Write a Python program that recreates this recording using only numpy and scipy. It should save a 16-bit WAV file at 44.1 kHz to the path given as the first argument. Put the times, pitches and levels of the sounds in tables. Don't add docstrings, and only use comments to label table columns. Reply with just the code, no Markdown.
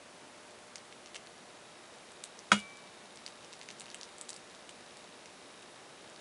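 import sys
import numpy as np
from scipy import signal
from scipy.fft import rfft, irfft
from scipy.io import wavfile
from scipy.ndimage import uniform_filter1d

SR = 44100
rng = np.random.default_rng(int(sys.argv[2]) if len(sys.argv) > 2 else 0)


def inscribe(sig):
    pcm = np.round(np.clip(np.atleast_2d(sig).T, -1, 1) * 32767)
    wavfile.write(sys.argv[1], SR, pcm.astype(np.int16))


def undo_db(level):
    steps = np.asarray(level, float) / 20
    return 10 ** steps


N = 273552
TIME_S = np.arange(N) / SR
KNOCK_S = 2.5174


def level(x, db):
    return x * undo_db(db) / np.sqrt(np.mean(x ** 2))


def band(x, low_hz, high_hz):
    sos = signal.butter(2, [low_hz, high_hz], "bandpass", fs=SR, output="sos")
    return signal.sosfilt(sos, x)


def walk(rate_hz):
    hold = int(SR / rate_hz)
    steps = np.repeat(rng.standard_normal(N // hold + 1), hold)
    smooth = uniform_filter1d(uniform_filter1d(steps, hold), hold)
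    return 0.58 * smooth[:N]


def ring(t, pitch_hz, t60_s, rise_s):
    t = np.maximum(t, 0)
    build_up = 1 - np.exp(-t / rise_s)
    decay = np.exp(-np.log(1000) * t / t60_s)
    return build_up * decay * np.sin(2 * np.pi * pitch_hz * t)


def snaps(rows):
    low_cycles, high_cycles = 1.02, 1.3
    high_lag_s = 0.00009
    out = np.zeros(N + 256)
    for start_s, low_db, low_hz, high_db, high_hz in rows:
        i = int(start_s * SR) - 8
        t = (i + np.arange(256)) / SR - start_s + 0.00018
        low_t60_s = np.log(1000) * low_cycles / low_hz
        high_t60_s = np.log(1000) * high_cycles / high_hz
        low = ring(t, low_hz, low_t60_s, 0.25 / low_hz)
        high = ring(t - high_lag_s, high_hz, high_t60_s, 0.5 / high_hz)
        out[i:i + 256] += undo_db(low_db) * low_hz / 4000 * low
        out[i:i + 256] += undo_db(high_db) * high_hz / 4000 * high
    return undo_db(-0.4) * out[:N]


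# start_s, low_db, low_hz, high_db
THREADS = [(0.7573, -25, 5270, -20), (0.782, -35, 4200, -35), (0.9258, -27.5, 2800, -40),
           (1.0601, -33, 3200, -32.5), (1.073, -34, 3200, -38), (1.1457, -26, 3000, -34),
           (1.1566, -24, 2800, -30), (1.1618, -26, 2380, -44), (1.1656, -31, 3400, -28),
           (2.3913, -46, 2000, -26.5), (3.1732, -33, 4000, -34), (3.264, -18.5, 5000, -28),
           (3.2784, -27.5, 3000, -32), (3.4464, -38, 3000, -33.5), (3.5356, -30, 2800, -30.5),
           (3.6142, -25, 3200, -32), (3.6235, -34, 3200, -39), (3.6884, -24, 2600, -27.5),
           (3.7042, -25.5, 3200, -30.5), (3.7116, -26.5, 5600, -32), (3.8827, -29.5, 2800, -41),
           (3.902, -31, 4600, -31), (3.9151, -34, 3400, -34), (4.0125, -31, 3800, -25.5),
           (4.0323, -24.5, 4500, -25), (4.305, -32, 5650, -24.5), (4.3631, -28, 5200, -29),
           (4.5494, -36, 3400, -36), (4.9708, -30, 5660, -31), (5.2582, -31, 2800, -33)]
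# start_s, low_db, low_hz, high_db
BRISTLES = [(0.7592, -29, 2400, -41), (1.1474, -29, 3000, -34), (1.1533, -43, 3400, -33),
            (1.1601, -21.5, 3000, -34), (1.2718, -29, 3750, -44), (2.2376, -39, 4000, -30),
            (2.2389, -40, 3600, -33), (2.2397, -23.5, 3570, -22.5), (3.1594, -50, 3600, -35),
            (3.5295, -29, 4000, -34.5), (3.6317, -34, 3600, -38), (3.7982, -39, 5200, -28),
            (3.8075, -26.5, 3600, -28.5), (3.8182, -30, 3000, -34), (3.8582, -31, 4200, -43),
            (3.8657, -29.5, 2600, -42), (3.9454, -21.5, 2800, -25), (4.0411, -33, 4000, -42),
            (4.1832, -52, 3600, -31), (4.2127, -32.5, 3400, -22), (4.2882, -41, 3600, -36),
            (4.2923, -27, 4400, -23), (4.2967, -35, 3800, -30), (4.3035, -30, 4500, -26),
            (4.3308, -28, 4800, -34), (4.3424, -37, 3600, -33), (4.366, -40, 3600, -33),
            (4.6927, -26, 3000, -36), (4.6944, -33, 2800, -35), (6.1621, -31, 4600, -53)]


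def dabs():
    thread_high_hz, bristle_high_hz = 5870, 8000
    threads = [(*row, thread_high_hz) for row in THREADS]
    bristles = [(*row, bristle_high_hz) for row in BRISTLES]
    rows = np.array(threads + bristles)
    start_s, low_db, low_hz, high_db, high_hz = rows.T
    out = snaps(rows)
    for kind in ("twin", "straggler", "straggler"):
        wait, size, low, high = rng.random((len(rows), 4)).T
        if kind == "twin":
            lag_ms = np.interp(wait, (0, 1), (0.25, 0.8))
            db = -9 - 5 * size
            low, high = 1, 1
        else:
            lag_ms = 1.5 - 6 * np.log(1 - wait)
            db = -17 + 4 * (2 * size - 1)
            low, high = 0.88 + 0.5 * low, 0.87 + 0.33 * high
        late_s = start_s + lag_ms / 1000
        out += snaps(np.transpose([late_s, low_db + db, low_hz * low, high_db + db, high_hz * high]))
    return out


# time_s, snaps_per_s
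CRACKLE = [(0, 5), (.7, 8), (1.3, 8), (2.1, 5), (2.6, 8), (3.2, 15), (3.6, 25), (4.4, 25), (4.8, 15),
           (5.3, 10), (6.2, 8)]


def crackle():
    when, chance, size, low, high, tilt = rng.random((400, 6)).T
    start_s = 0.017 + when * (TIME_S[-1] - 0.02)
    snaps_per_s = np.interp(start_s, *np.transpose(CRACKLE))
    happens = chance < snaps_per_s * TIME_S[-1] / len(start_s)
    low_db = -48 + 10 * size
    high_db = low_db - 10.5 + 12 * tilt
    rows = np.transpose([start_s, low_db, 2500 + 2600 * low, high_db, 6000 + 3000 * high])
    return snaps(rows[happens])


# pitch_hz, level_db, t60_s
BOWL = [(2223, -35, 0.02), (2800, -35.5, 0.012), (3200, -43.5, 0.029), (4900, -35, 0.017),
        (8240, -41, 0.01)]


def bowl(x):
    t = np.arange(2048) / SR
    modes = sum(undo_db(db) * ring(t, hz, t60_s, 0.00013) for hz, db, t60_s in BOWL)
    late = np.roll(x, int(1.364 * SR / 1000))
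    echo = undo_db(-21) * band(late, 1000, 7100)
    return x + echo + signal.fftconvolve(x, modes)[:N]


# start_s, level_db, push_ms
BLOWS = [
    (2.5174, -1.5, 0.13),
    (2.5189, -0.5, 0.27),
    (2.522, -19, 0.13),
    (2.5257, -16, 0.13),
]
# pitch_hz, level_db, t60_s
STRIKER = [(956, -23, 0.067), (1215, -16, 0.027), (1530, -10.5, 0.022), (1820, -23, 0.012),
           (2240, -17, 0.02), (3250, -15, 0.014), (3800, -19.5, 0.027), (6660, -17.5, 0.031)]
# pitch_hz, level_db, t60_s, rise_ms
RINGING = [(69, -51, 0.38, 20), (102, -44, 0.23, 13), (143.5, -34, 0.16, 4.9), (205, -22, 0.21, 6),
           (255, -32, .05, 4), (422, -28, 0.041, 4), (572, -30, 0.06, 1.9), (842, -32.5, 0.07, 2.8),
           (969, -20, 0.06, 1.5), (1218, -23, 0.082, 2), (1325, -32, 0.14, 8.8), (1434, -31, .14, 8),
           (1836, -27, 0.075, 1), (2150, -31, 0.15, 2), (2225, -26, 0.09, 1), (2440, -25, 0.056, 1),
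         (2530, -43, .06, 1), (2895, -25, 0.12, 0.72), (3400, -33, 0.066, 1), (3680, -41, 0.15, 2),
         (4000, -43, 0.076, 1), (6960, -37.5, 0.16, 0.85)]


def knock():
    t = np.arange(SR) / SR
    striker = 0
    for k, (hz, db, t60_s) in enumerate(STRIKER):
        striker = striker + (-1) ** k * undo_db(db) * ring(t, hz, t60_s, 0.0001)
    force = np.zeros(N)
    for start_s, db, push_ms in BLOWS:
        push = np.exp(-0.5 * ((TIME_S - start_s) / (push_ms / 4000)) ** 2)
        force += undo_db(db) * push / (push_ms * SR / 1600)
    out = signal.fftconvolve(force, striker)[:N]
    start = int(KNOCK_S * SR)
    since_s = TIME_S[start:start + SR] - KNOCK_S
    for hz, db, t60_s, rise_ms in RINGING:
        out[start:start + SR] += undo_db(db) * ring(since_s, hz, t60_s, rise_ms / 1000)
    return out


# low_hz, high_hz, crack_db, crack_t60_s, tail_db, tail_t60_s
CLATTER = [(236, 830, -30.5, 0.073, -39.5, 0.16), (794, 1930, -27, 0.044, -36, 0.19),
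           (2000, 4040, -30.5, 0.061, -36.5, 0.24), (4200, 6400, -38, 0.078, -41.5, 0.21),
           (6300, 9700, -34, 0.039, -41, 0.24), (8500, 13500, -39, 0.026, -52, 0.23)]


def clatter():
    t = np.maximum(TIME_S - KNOCK_S, 0)
    onset = np.minimum(t / 0.00043, 1)
    out = 0
    for low_hz, high_hz, crack_db, crack_t60_s, tail_db, tail_t60_s in CLATTER:
        crack = undo_db(crack_db - 60 * t / crack_t60_s)
        tail = undo_db(tail_db - 60 * t / tail_t60_s)
        grain = undo_db(4.4 * walk(250))
        noise = level(band(rng.standard_normal(N), low_hz, high_hz), 0)
        out = out + noise * grain * (crack + tail) * onset
    return out


# start_s, low_db, low_hz, high_db, high_hz
RATTLE = [
    (2.5665, -38, 4500, -33, 8800),
    (2.5818, -39, 5000, -40, 9000),
    (2.5885, -38, 3500, -40, 8500),
    (2.5915, -38, 5200, -32, 9000),
    (2.6003, -42, 4800, -39, 9200),
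    (2.6025, -31, 4800, -40, 8000),
    (2.6113, -46, 4000, -42, 7500),
    (2.6387, -40, 4500, -52, 7000),
]


def rattle():
    return snaps(RATTLE)


# pitch_hz, level_db, t60_s, rise_ms
SING = [(1119, -48, 1.3, 250), (2319, -39, .88, 70)]


def sing():
    t = TIME_S - KNOCK_S
    return sum(undo_db(db) * ring(t, hz, t60_s, rise_ms / 1000) for hz, db, t60_s, rise_ms in SING)


# low_hz, high_hz, t60_s, level_db
ROOM = [(297, 710, 0.23, -12), (706, 1930, 0.17, -13.5), (2000, 4200, 0.18, -12), (5000, 21000, 0.097, -9)]


def room(x):
    first_echo_ms = 5.4
    t = np.arange(SR // 2) / SR - first_echo_ms / 1000
    patches = undo_db(3 * rng.standard_normal(len(t) // 16 + 1)).repeat(16)[:len(t)]
    grit = rng.standard_normal(len(t)) * patches * (t > 0)
    tail = 0
    for low_hz, high_hz, t60_s, db in ROOM:
        fading = grit * np.exp(-np.log(1000) * t / t60_s)
        tail = tail + undo_db(db - 23.5) * band(fading, low_hz, high_hz)
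    return signal.fftconvolve(x, tail)[:N]


# pitch_hz, level_db
HUM = [(240, -85), (360.3, -73.5), (479.9, -72.5), (600, -67), (720, -100)]
# pitch_hz, width_hz, level_db
BUZZ = [(3760, 213, -79), (5420, 310, -86), (2900, 970, -82), (4570, 800, -84.5)]
# time_s, gain_db
BUZZ_GAIN = [(0, -16), (1.1, -17), (1.3, 9), (3, 12), (4.5, 11), (6.2, 13)]


def hum_and_buzz():
    hum = 0
    for hz, db in HUM:
        tone = np.sqrt(2) * np.sin(2 * np.pi * (hz * TIME_S + rng.random()))
        hum = hum + undo_db(db + 2 * walk(2.8)) * tone
    cycles = np.floor(TIME_S * 59.94 - 0.16)
    pulses = np.diff(cycles, prepend=-1)
    pulses = pulses * undo_db(2.2 * rng.standard_normal(N)) * rng.choice([-1, 1], N)
    buzz = sum(level(band(pulses, hz - width / 2, hz + width / 2), db) for hz, width, db in BUZZ)
    return hum + buzz * undo_db(np.interp(TIME_S, *np.transpose(BUZZ_GAIN)))


# pitch_hz, level_db (per Hz)
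AIR = [(15, -56), (25, -28), (220, -5), (291, -6.5), (340, -4.5), (538, -5.5), (596, -7), (661, -5),
       (9450, -20.5), (10500, -21.5), (11300, -23.5), (14700, -59), (22000, -120)]


def air():
    hz = np.maximum(np.arange(N // 2 + 1) * SR / N, 1)
    air_hz, air_db = np.transpose(AIR)
    shape = undo_db(np.interp(np.log(hz), np.log(air_hz), air_db))
    noise = irfft(rfft(rng.standard_normal(N)) * shape, N)
    return level(noise * undo_db(0.6 * walk(0.55)), -54)


def scene():
    brush = bowl(band(dabs() + crackle(), 450, 18000))
    table = knock() + rattle()
    echoes = room(undo_db(-0.5) * brush + table)
    events = band(brush + table + echoes + clatter() + sing(), 70, 18000)
    return (events + hum_and_buzz() + air())[None]


def low_pass(x):
    return signal.sosfilt(signal.butter(12, 12390, fs=SR, output="sos"), x)


def record(dry):
    top_cut = signal.ellip(8, 0.2, 32, 10980, fs=SR, output="sos")
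    mix = signal.sosfilt(top_cut, dry)
    return low_pass(mix)


dry = scene()
out = record(dry)
inscribe(out)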